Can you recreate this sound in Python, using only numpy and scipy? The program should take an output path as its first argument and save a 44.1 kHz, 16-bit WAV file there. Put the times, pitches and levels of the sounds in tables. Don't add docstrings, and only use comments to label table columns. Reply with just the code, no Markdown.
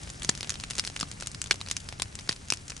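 import sys
import numpy as np
from scipy import signal
from scipy.fft import rfft, irfft, next_fast_len
from scipy.io import wavfile

SR = 44100
rng = np.random.default_rng(int(sys.argv[2]) if len(sys.argv) > 2 else 0)


def transcribe(signal):
    frames = np.atleast_2d(signal).T
    limited = np.clip(frames, -1, 1)
    pcm = np.round(limited * 32767).astype(np.int16)
    wavfile.write(sys.argv[1], SR, pcm)


def amplitude_ratio(level_db):
    exponent = np.asarray(level_db, float) / 20
    return 10 ** exponent


N = 123479

# start in [s], peak in [dB],
# ring in [Hz], thump relative to the peak in [dB].
SNAPS = [(0.2207, -20.5, 3300, -38), (0.2474, -15.5, 6160, -19), (0.2918, -9.5, 4700, -12),
         (0.2944, -9.5, 6650, -32), (0.43, -17, 4060, -22), (0.4945, -13, 6500, -51),
         (0.5039, -11.5, 6160, -47), (0.638, -16.5, 4220, -29), (0.7873, -14, 5130, -19.5),
         (0.7958, -8, 5020, -62.5), (0.8499, -17.5, 5400, -44), (0.8746, -15, 5060, -26),
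         (0.9639, -16, 2830, -49), (1.0007, -17, 7500, -44), (1.0094, -21, 6600, -26),
         (1.0108, -12.5, 5100, -24), (1.029, -20, 4300, -17), (1.2717, -15, 7460, -54),
         (1.4167, -11.5, 7800, -58), (1.5104, -6.5, 4700, -58), (1.5126, -12, 6070, -40),
         (1.5136, -21, 2550, -47), (1.5201, -15.5, 3980, -40), (1.5275, -21, 3600, -40),
         (1.6133, -19.5, 4300, -29), (1.7128, -9.5, 6780, -27.5), (1.7667, -13.5, 6000, -59),
         (1.9983, -17.5, 3830, -18.5), (2.0203, -13, 9700, -26), (2.0211, -11.5, 4530, -32),
         (2.29, -16, 4760, -22), (2.2928, -11, 4700, -14.5), (2.3269, -19, 4700, -43),
         (2.5028, -8.5, 6200, -55.5), (2.5226, -14.5, 4500, -14), (2.5366, -16, 6400, -53)]
# start in [s], peak in [dB], ring in [Hz].
EARLY_TICKS = [(0.0303, -32.5, 1680), (0.0332, -27, 6900), (0.074, -27, 900), (0.093, -28, 6600),
               (0.1012, -21.5, 6960), (0.197, -30.5, 7060), (0.2308, -30, 3250), (0.2326, -22, 7600),
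               (0.2376, -35.5, 6290), (0.241, -27.5, 4600), (0.2888, -32, 5270), (0.3137, -26, 900),
               (0.3513, -22.5, 5540), (0.376, -24, 6550), (0.4079, -19, 5230), (0.4082, -24.5, 5500),
               (0.434, -49, 7240), (0.4455, -23, 3060), (0.4731, -23.5, 930), (0.521, -21.5, 920),
               (0.5414, -23, 5320), (0.5558, -23, 3950), (0.5997, -23, 4900), (0.609, -26.5, 7160),
               (0.6364, -27, 8500), (0.6442, -34, 6420), (0.7015, -20, 7000), (0.7084, -14, 6700),
               (0.715, -27, 2800), (0.734, -27, 4910)]
MIDDLE_TICKS = [(0.7532, -21, 6740), (0.7664, -26.5, 6700), (0.771, -34, 5860), (0.775, -29, 2330),
                (0.7822, -13, 6800), (0.8393, -25.5, 2540), (0.843, -28.2, 6600), (0.846, -37, 5640),
                (0.858, -40, 4610), (0.8647, -25, 8100), (0.8692, -24, 6600), (0.889, -32, 7280),
                (0.9, -23.5, 940), (0.9618, -25.5, 6000), (0.9741, -28, 6200), (0.9933, -24.5, 4400),
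                (1.0331, -28, 910), (1.115, -20, 6640), (1.126, -32, 5040), (1.201, -26.5, 5300),
                (1.2092, -20.5, 7780), (1.2241, -17.5, 1550), (1.233, -27.5, 4900), (1.261, -25, 6100),
                (1.316, -28, 7600), (1.3471, -22, 5000), (1.4413, -21, 7200), (1.4603, -25.5, 4040),
                (1.472, -28, 6400), (1.5426, -21, 1500)]
LATE_TICKS = [(1.5578, -26, 6060), (1.6052, -29, 4530), (1.6627, -27.5, 4160), (1.673, -26, 2410),
              (1.6863, -21.5, 5650), (1.7003, -21.5, 5030), (1.8062, -39, 6850), (1.8887, -19.5, 5350),
              (1.9255, -23.5, 2500), (2.0297, -27, 5210), (2.0568, -34, 2470), (2.1262, -34.5, 2480),
              (2.1539, -21.5, 7740), (2.1897, -25, 4660), (2.1962, -28.5, 5600), (2.2095, -32, 6400),
              (2.2753, -29, 2220), (2.302, -26, 4600), (2.3111, -22, 2900), (2.3196, -21, 6000),
              (2.3627, -28.5, 5210), (2.4768, -37, 4670), (2.4851, -27, 7000), (2.5608, -34, 5680),
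              (2.5719, -28.5, 6000), (2.681, -25, 6600), (2.6992, -22.5, 7240), (2.7031, -21.5, 5840),
              (2.7196, -24.5, 2550), (2.766, -24.5, 6500), (2.7783, -32.5, 6840)]
# delay in [s], level in [dB].
ECHO_PATHS = [
    (.0031, -12),
    (.0097, -14),
    (.0170, -25),
    (.0197, -29),
]
# start in [s], peak in [dB], mode in [Hz], T60 in [s].
WOOD_MODES = [(0.2918, -14, 4800, 0.0076), (0.293, -14, 6020, 0.013), (0.292, -27.5, 153.6, 0.02),
              (0.2944, -19.5, 1050, 0.0049), (0.2948, -9, 7240, 0.0083), (0.294, -18.5, 1740, 0.013),
              (0.9646, -35, 2780, 0.011), (1.0294, -20.5, 1215, 0.012), (1.0276, -19, 215, 0.012),
              (1.2239, -27.5, 1450, 0.0134), (1.5109, -17.5, 1640, 0.017), (1.5104, -10, 2300, 0.013),
              (1.5104, -7, 1890, 0.0028), (1.5104, -13.5, 2990, 0.013), (1.5104, -14.5, 3525, 0.015),
              (1.5104, -20, 4430, 0.027), (1.5095, -18, 5980, 0.012), (1.5107, -25.5, 390, 0.02),
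              (1.6133, -29, 1230, .007), (1.7128, -24, 3970, 0.01), (1.7667, -29.5, 2870, 0.016),
              (1.9252, -32.5, 810, 0.0055), (2.0194, -23.5, 1055, 0.0117), (2.021, -29.5, 2430, .012),
              (2.022, -21.5, 7460, 0.0089), (2.2928, -13.5, 4630, 0.009), (2.2927, -23, 5540, 0.0111),
              (2.2928, -23.5, 1915, 0.018), (2.293, -34, 142, .04), (2.5028, -21, 5200, 0.0078),
              (2.5228, -15, 2500, 0.01), (2.5226, -21, 1330, 0.0049), (2.5226, -16, 5720, 0.0088),
              (2.5228, -15.5, 8800, .005)]
# start in [s], rms level in [dB], T60 in [s].
STEAM_JETS = [
    (1.7, -41, 0.16),
    (1.8, -43, 0.088),
    (0.293, -41, .1),
]
# start in [s], peak in [dB].
SHARP_FRONTS = [(0.2474, -32), (0.376, -30), (0.4258, -32), (0.4945, -30), (0.5039, -15), (0.5558, -28),
                (1.0007, -25), (1.2717, -21), (1.5104, -15), (1.6867, -30), (1.7128, -13), (1.7667, -36),
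                (1.8892, -33), (2.0205, -12), (2.29, -22), (2.5028, -12), (2.5226, -25), (2.5366, -11),
                (2.799, -26)]
# time in [s], hiss level in [dB].
BURN_VIGOUR = [
    (0.0, -53),
    (0.31, -53.5),
    (2.8, -57),
]
# frequency in [Hz], density in [dB per Hz].
HISS_SPECTRUM = [(240, -15), (400, -5.5), (1230, -2), (2560, -5), (3780, -10), (5980, -4.5), (11000, -11.5),
                 (14300, -40), (22000, -120)]
# frequency in [Hz], density in [dB per Hz].
FLAME_SPECTRUM = [(12, -34), (20, -4.5), (53, 1), (123, -0.5), (462, -20), (700, -20), (910, -26.5),
                  (1540, -120)]
# frequency in [Hz], likeness in [-1..1, clipped].
NOISE_LIKENESS = [(60, 2), (220, 1.2), (450, -0.46), (900, -1), (1800, -0.77), (5000, 0.94), (11000, -0.03)]
# frequency in [Hz], lead of the left in [rad].
PORT_LEAD_RAD = [(80, .3), (260, .55), (900, 1.05), (1700, .95), (5000, .3), (10000, .05)]

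POP_LIKENESS = 0.85
BURST_SAMPLES = 3300


def rms_one(x):
    return x / np.sqrt(np.mean(x ** 2) + 1e-20)


def top_one(x):
    return x / abs(x).max()


def at_hz(points, hz):
    table_hz, values = np.transpose(points)
    return np.interp(np.log(hz), np.log(table_hz), values)


def drift(rate_hz):
    r = np.exp(-2 * np.pi * rate_hz * 40 / SR)
    white = rng.standard_normal(N // 40 + 2002)
    slow = signal.lfilter([1], [1, -2 * r, r * r], white)[2000:]
    return np.interp(np.arange(N) / 40, np.arange(len(slow)), rms_one(slow))


def ring(x, hz, t60_s):
    r, w = amplitude_ratio(-60 / (t60_s * SR)), 2 * np.pi * hz / SR
    return signal.lfilter([0, np.sin(w)], [1, -2 * r * np.cos(w), r * r], x + 1e-18)


def band(x, low_hz, high_hz):
    return signal.sosfilt(signal.butter(2, [low_hz, high_hz], "band", fs=SR, output="sos"), x)


def pair(mid, side, alike):
    alike = np.clip(alike, -1, 1)
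    shared = np.sqrt(1 + alike) * mid
    opposed = np.sqrt(1 - alike) * side * [[1], [-1]]
    return (shared + opposed) / np.sqrt(2)


def pocket_crack(click, ring_hz):
    crack_db, ring_full_hz = 1.5, 6000
    t60_s = 2.2 / (0.2 * ring_hz + 700)
    rung = ring(ring(click, ring_hz, t60_s), ring_hz * 1.12, t60_s)
    cavity = min(1, ring_hz / ring_full_hz) ** 0.6 * top_one(rung)
    crack = amplitude_ratio(crack_db) * top_one(band(click, 0.16 * ring_hz, ring_hz + 6000))
    return top_one(cavity + crack)


def burst(ring_hz, thump_db):
    twig_db, twig_t60_s, twigs_per_s = -10.5, 0.019, 4000
    trunk_db, trunk_t60_s, trunk_rise_s = -29, 0.072, 0.00054
    thump_hz, thump_gain_db = 228, -0.5
    t = np.arange(BURST_SAMPLES) / SR
    click = (t == 0) * 1.0
    direct = pocket_crack(click, ring_hz)

    hit = rng.random((2, len(t))) < twigs_per_s / SR
    twigs = rng.standard_normal((2, len(t))) * hit * amplitude_ratio(twig_db - 60 * t / twig_t60_s)
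    bright = band(direct, 1000, 12000)[None, :512]
    near = signal.fftconvolve(pair(*twigs, POP_LIKENESS), bright, axes=1)[:, :len(t)]

    trunks = rms_one(band(rng.standard_normal((2, len(t))), 1300, 9500))
    far = amplitude_ratio(trunk_db - 60 * t / trunk_t60_s) * trunks * np.minimum(t / trunk_rise_s, 1)
    thump = amplitude_ratio(thump_db + thump_gain_db) * top_one(band(click, thump_hz / 2, thump_hz * 2))
    return top_one(direct + near) - thump + far


def pops():
    tick_thump_db, pan_spread_db = -25, 0.7
    out = np.zeros((2, N + 4096))
    ticks = [(*row, tick_thump_db) for row in list(EARLY_TICKS) + list(MIDDLE_TICKS) + list(LATE_TICKS)]
    for start_s, peak_db, ring_hz, thump_db in list(SNAPS) + ticks:
        i = int(start_s * SR)
        pan_db = pan_spread_db * rng.standard_normal() * np.array([[1], [-1]])
        out[:, i:i + BURST_SAMPLES] += amplitude_ratio(peak_db + pan_db) * burst(ring_hz, thump_db)
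    return out[:, :N]


def echoes(x):
    dull = band(x, 1930, 7600)
    out = np.zeros((2, N))
    for delay_s, level_db in ECHO_PATHS:
        for side in range(2):
            lag = int(delay_s * SR) + 5 * side
            out[side, lag:] += amplitude_ratio(level_db) * dull[side, :N - lag]
    return out


def knocks():
    out = np.zeros(N + 4096)
    click = (np.arange(BURST_SAMPLES) == 0) * 1.0
    for start_s, peak_db, hz, t60_s in WOOD_MODES:
        i = int(start_s * SR)
        mode = band(ring(click, hz, t60_s), 0.55 * hz, 1.8 * hz)
        out[i:i + BURST_SAMPLES] += amplitude_ratio(peak_db) * mode
    return out[:N]


def sizzle():
    t = np.arange(N) / SR
    grain = rng.standard_normal((2, N)) * amplitude_ratio(7.4 * drift(100))
    fade = 0
    for start_s, rms_db, t60_s in STEAM_JETS:
        fade = fade + amplitude_ratio(rms_db - 60 * np.maximum(t - start_s, 0) / t60_s) * (t > start_s)
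    return fade * rms_one(band(pair(*grain, POP_LIKENESS), 2500, 8500))


def fronts():
    start_s, peak_db = np.transpose(SHARP_FRONTS)
    clicks = np.zeros(N)
    clicks[(start_s * SR).astype(int)] = amplitude_ratio(peak_db)
    return 4 * band(band(clicks, 11500, 19000), 10000, 14000) * amplitude_ratio([[1], [-1]])


def fizz(vigour_db):
    ticks_per_s, level_db, spread_db, clump_db = 400, -56.5, 3.3, 1.3
    sizes = amplitude_ratio(spread_db * np.minimum(rng.exponential(1, N), 3)) * rng.choice([-1, 1], N)
    born = rng.random(N) < ticks_per_s * amplitude_ratio(clump_db * drift(15)) / SR
    pitch, out = rng.integers(0, 14, N), 0
    for k, hz in enumerate(np.geomspace(1800, 9000, 14)):
        rung = ring(sizes * born * (pitch == k), hz, 3.5 / hz)
        out = out + rung * np.sqrt(hz) * amplitude_ratio(rng.standard_normal((2, 1)))
    return amplitude_ratio(level_db + vigour_db) * rms_one(out)


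def banded_noise(spectrum, patchy_db):
    out, together = 0, drift(13.6)
    edges_hz = 18 * 2 ** np.arange(0, 9.6, 0.5)
    white = rng.standard_normal((2, 2, N))
    for k, (low_hz, high_hz) in enumerate(zip(edges_hz, edges_hz[1:])):
        hz = np.sqrt(low_hz * high_hz)
        flicker_db = patchy_db * (0.25 * together + 0.8 * drift(25))
        noise = pair(*band(white[k % 2], low_hz, high_hz), at_hz(NOISE_LIKENESS, hz))
        out = out + amplitude_ratio(at_hz(spectrum, hz) + flicker_db) * noise
    return rms_one(out)


def hiss(burn_db):
    return amplitude_ratio(burn_db + 3.5) * banded_noise(HISS_SPECTRUM, patchy_db=1.8)


def flame(vigour_db):
    return amplitude_ratio(-46.5 + vigour_db) * banded_noise(FLAME_SPECTRUM, patchy_db=0.7)


def scene():
    burn_s, hiss_db = np.transpose(BURN_VIGOUR)
    burn_db = np.interp(np.arange(N) / SR, burn_s, hiss_db)
    vigour_db = burn_db - burn_db.mean()

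    crackle = pops()
    crackle = crackle + echoes(crackle) + knocks() + sizzle()
    crackle = signal.sosfilt(signal.cheby2(10, 50, 12900, fs=SR, output="sos"), crackle)
    bed = hiss(burn_db) + fizz(vigour_db)
    bed = signal.sosfilt(signal.cheby2(12, 40, 11500, fs=SR, output="sos"), bed)
    left_db = 0.65
    return (crackle + fronts() + bed + flame(vigour_db)) * amplitude_ratio([[left_db], [-left_db]])


def low_pass(x):
    return signal.sosfilt(signal.butter(12, 16600, fs=SR, output="sos"), x)


def record(dry):
    size = next_fast_len(N + 4096)
    hz = np.arange(size // 2 + 1) * SR / size + 1
    lead = np.exp(0.5j * at_hz(PORT_LEAD_RAD, hz) * [[1], [-1]])
    top = 1 / (1 + (hz / 11100) ** 90)
    top = top + amplitude_ratio(-24) / (1 + (hz / 12300) ** 14)
    top = top + amplitude_ratio(-32) / (1 + (hz / 16200) ** 40.0)
    rounded = dry / (1 + dry ** 8) ** 0.125
    heard = irfft(rfft(rounded, size) * lead * top, size)[:, :N]
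    return low_pass(np.clip(heard, -1, 1))


dry = scene()
out = record(dry)
transcribe(out)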